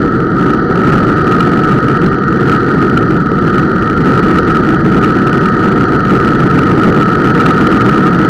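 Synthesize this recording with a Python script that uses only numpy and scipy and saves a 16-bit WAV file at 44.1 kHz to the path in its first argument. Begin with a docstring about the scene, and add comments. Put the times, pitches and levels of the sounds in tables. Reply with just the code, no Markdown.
"""A dragging disc brake rings, loudest near 1.3 kHz, on a bicycle rolling down a steep road, heard from the bike.
Pad friction is rough noise through rotor and fork resonances; brief near-pure tone swells, windowed sines,
stand out of the ringing noise near 1.3 kHz. Road bumps knock the frame modes; tyre rumble and wind, both
shaped noise, fill the bass. The sum overloads the input stage, whose clipped tops crackle in the treble."""
import sys
import numpy as np
from scipy import signal
from scipy.fft import rfft, irfft, next_fast_len
from scipy.io import wavfile

SR = 44100
rng = np.random.default_rng(int(sys.argv[2]) if len(sys.argv) > 2 else 0)


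def generate_wav(signal):
    """Clip the signal to [-1, 1] and save it as 16-bit WAV at the path in sys.argv[1]."""
    frames = np.transpose(np.atleast_2d(signal))
    scaled = np.clip(frames, -1, 1) * 32767
    pcm = np.round(scaled).astype(np.int16)
    wavfile.write(sys.argv[1], SR, pcm)


N = 365588

# Slow, uneven wander in the levels of the tyre rumble and the ringing pads.
# Each row: time in seconds, tyre rumble level in dB, level of pads on rotor in dB.
LEVEL_WANDER = [(0, -8.5, -15.5), (.3, -11.5, -18), (.45, -9, -14.5), (.62, -10, -15.5), (.9, -7.5, -13.5),
                (1.4, -8.5, -14), (1.9, -9, -15), (2.25, -12.5, -16.5), (2.5, -9.5, -13.5),
                (2.75, -9.5, -14.5), (2.95, -8.5, -15), (3.27, -11.5, -17.5), (3.47, -9.5, -15),
                (3.95, -11, -15.5), (4.08, -7.5, -13), (4.55, -9.5, -14), (4.88, -8.5, -15),
                (5.05, -9, -14), (6.0, -9, -13.5), (6.9, -6.5, -13.5), (7.05, -9.5, -13.5),
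                (7.4, -7.5, -11.5), (8.29, -9, -13.5)]


def from_db(db):
    """dB to amplitude gain."""
    return 10 ** (np.asarray(db) / 20)


def rms_one(x):
    """Scale to unit rms."""
    return x / np.sqrt(np.mean(x ** 2) + 1e-20)


def in_time(rows):
    """Interpolate each column after the time column to one value a sample."""
    time_s, *columns = np.transpose(rows)
    return [np.interp(np.arange(N) / SR, time_s, column) for column in columns]


def drift(corner_hz):
    """Slow random curve of rms 1: noise through two equal one-pole low-passes."""
    step = 40  # samples per control value
    run_in = 2000  # control values dropped while the filter settles
    pole = np.exp(-2 * np.pi * corner_hz * step / SR)
    noise = rng.standard_normal(N // step + run_in + 2)
    slow = signal.lfilter([1], [1, -2 * pole, pole ** 2], noise)[run_in:]
    return np.interp(np.arange(N) / step, np.arange(len(slow)), rms_one(slow))


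def resonance(x, hz, width_hz):
    """Two-pole band-pass, about unit gain at its peak."""
    radius = np.exp(-np.pi * width_hz / SR)
    zeros = np.array([1, 0, -1]) * (1 - radius ** 2) / 2
    poles = [1, -2 * radius * np.cos(2 * np.pi * hz / SR), radius ** 2]
    return signal.lfilter(zeros, poles, x)


def twice_resonant(x, hz, width_hz):
    """Two passes of one resonance: steeper skirts keep the valleys between modes deep."""
    return resonance(resonance(x, hz, width_hz), hz, width_hz)


def coloured(points):
    """Unit-rms noise shaped by (Hz, dB) points on a log-frequency axis."""
    size = next_fast_len(N)
    bin_hz = np.maximum(np.arange(size // 2 + 1) * SR / size, 1)
    point_hz, point_db = np.transpose(points)
    shape_db = np.interp(np.log(bin_hz), np.log(point_hz), point_db, left=-80, right=-80)
    spectrum = rfft(rng.standard_normal(size)) * from_db(shape_db)
    return rms_one(irfft(spectrum, size)[:N])


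def brake():
    """Pad friction: noise of uneven grip drives rotor, fork and frame modes, each swelling on its own."""
    # Each row: resonance in Hz, width of one pass in Hz, relative level in dB.
    rotor_modes = [(466.8, 30.8, -4), (741, 80, -13.5), (924, 71, -16), (1237.6, 65, -3), (1292.4, 74.4, 0),
                   (1379, 106, -5), (1471.5, 110, -9), (1650, 220, -16.5), (1844, 140, -15),
                   (2230, 300, -46), (3050, 490, -35.5), (4030, 390, -38.5), (4380, 490, -37.5),
                   (4845, 150, -40.5), (5770, 450, -47), (6370, 570, -54)]
    grip_db, grip_hz = 0.66, 51
    swell_db, swell_hz = 0.46, 13.0
    grip = from_db(grip_db * drift(grip_hz))
    ringing = np.zeros(N)
    for hz, width_hz, level_db in rotor_modes:
        friction = rng.standard_normal(N) * grip
        gain = from_db(level_db + swell_db * drift(swell_hz))
        ringing += gain * twice_resonant(friction, hz, width_hz)
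    pads_db = in_time(LEVEL_WANDER)[1]
    return from_db(pads_db) * rms_one(ringing)


def tone_swells():
    """Brief near-pure tones, windowed sines, stand out of the ringing noise near 1.3 kHz."""
    # Each row: start in seconds, peak level in dB, pitch in Hz, length in seconds.
    swell_rows = [(0.113, -12, 1305, 0.019), (0.378, -11.5, 1335, 0.019), (1.312, -7.5, 1295, 0.029),
                  (1.399, -4.5, 1340, .016), (2.42, -10, 1285, 0.03), (2.968, -0.5, 1350, .013),
                  (4.381, -6.5, 1330, 0.015), (4.496, -6, 1323, 0.02), (5.029, -6.5, 1255, 0.029),
                  (7.01, -8, 1302, 0.044), (7.457, -5.5, 1287, 0.015), (7.773, -7, 1260, 0.014),
                  (8.052, -8, 1240, .025)]
    out = np.zeros(N)
    for start_s, peak_db, hz, length_s in swell_rows:
        t = np.arange(round(length_s * SR)) / SR
        start = round(start_s * SR)
        swell = np.hanning(len(t)) ** 0.75
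        tone = np.sin(2 * np.pi * (hz * t + rng.random()))  # random starting phase
        out[start:start + len(t)] += from_db(peak_db) * swell * tone
    return out


def bumps():
    """Road bumps: each kicks the decaying frame modes with a few ms of noisy rattle."""
    # Each row: start in seconds, rattle level in dB.
    bump_rows = [(1.396, -30), (2.062, -26.5), (2.478, -36), (2.823, -40), (3.47, -33), (6.2203, -45)]
    # Each row: frame mode in Hz, relative level in dB, 60 dB decay time in seconds.
    frame_modes = [(1100, -3, 0.029), (1540, -4.5, 0.045), (2810, -18, .03), (4100, -12.5, 0.02)]
    size, decay_samples = 400, 120.0
    envelope = np.exp(-np.arange(size) / decay_samples)
    kicks = np.zeros(N)
    for start_s, rattle_db in bump_rows:
        start = round(start_s * SR)
        kicks[start:start + size] += from_db(rattle_db) * rng.standard_normal(size) * envelope
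    kicks += 1e-18  # keeps the filters out of denormals
    out = np.zeros(N)
    for hz, level_db, t60_s in frame_modes:
        radius = 10 ** (-3 / (t60_s * SR))
        w = 2 * np.pi * hz / SR
        poles = [1, -2 * radius * np.cos(w), radius ** 2]
        out += from_db(level_db) * signal.lfilter([0, np.sin(w)], poles, kicks)
    return out


def tyres():
    """Tyre rumble through the frame: shaped noise plus low resonances that swell independently."""
    # Each row: frequency in Hz, relative spectrum level in dB per Hz.
    rumble_spectrum = [(60, -21), (100, -9.5), (125, -5), (175, -1), (230, -3), (320, -3), (430, -8),
                       (520, -16.5), (700, -25), (1000, -39.5), (1600, -50)]
    # Low frame resonances. Each row: frequency in Hz, width of one pass in Hz, mean level in dB.
    low_modes = [(134.9, 33.5, -10.5), (175.2, 37.2, -9.5), (209.3, 38, -13), (318.5, 29, -11.5),
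                 (373.6, 32, -14.5)]
    swell_db, swell_hz = 2.27, 1.4
    rough_db, rough_hz = 0.73, 11.8  # faster random unevenness of the rumble
    rumble = coloured(rumble_spectrum)
    for hz, width_hz, level_db in low_modes:
        shaking = twice_resonant(rng.standard_normal(N), hz, width_hz)
        rumble += from_db(level_db + swell_db * drift(swell_hz)) * rms_one(shaking)
    tyre_db = in_time(LEVEL_WANDER)[0] + rough_db * drift(rough_hz)
    return from_db(tyre_db) * rms_one(rumble)


def wind():
    """Wind buffeting: deep shaped noise with slow random gusts in level."""
    mean_db, gust_db, gust_hz = -26.5, 1.1, 1.5
    buffet = coloured([(12, -12), (30, -3.5), (45, 2.0), (90, 1.5), (140, -13.5)])  # (Hz, dB)
    return from_db(mean_db + gust_db * drift(gust_hz)) * buffet


def scene():
    """Sum of all sources at the microphone fixed to the bike, one channel."""
    return (brake() + tone_swells() + bumps() + tyres() + wind())[None]


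def record(dry):
    """Input stage clips flat; a steep elliptic low-pass then cuts the top."""
    clip_level, cutoff_hz = 0.67, 15800
    clipped = np.clip(dry, -clip_level, clip_level)
    sos = signal.ellip(12, 0.2, 60, cutoff_hz, fs=SR, output="sos")  # order, ripple dB, stopband dB
    settled = signal.sosfilt_zi(sos)[:, None] * clipped[0, 0]  # no start-up transient
    return signal.sosfilt(sos, clipped, zi=settled)[0]


dry = scene()
out = record(dry)
generate_wav(out)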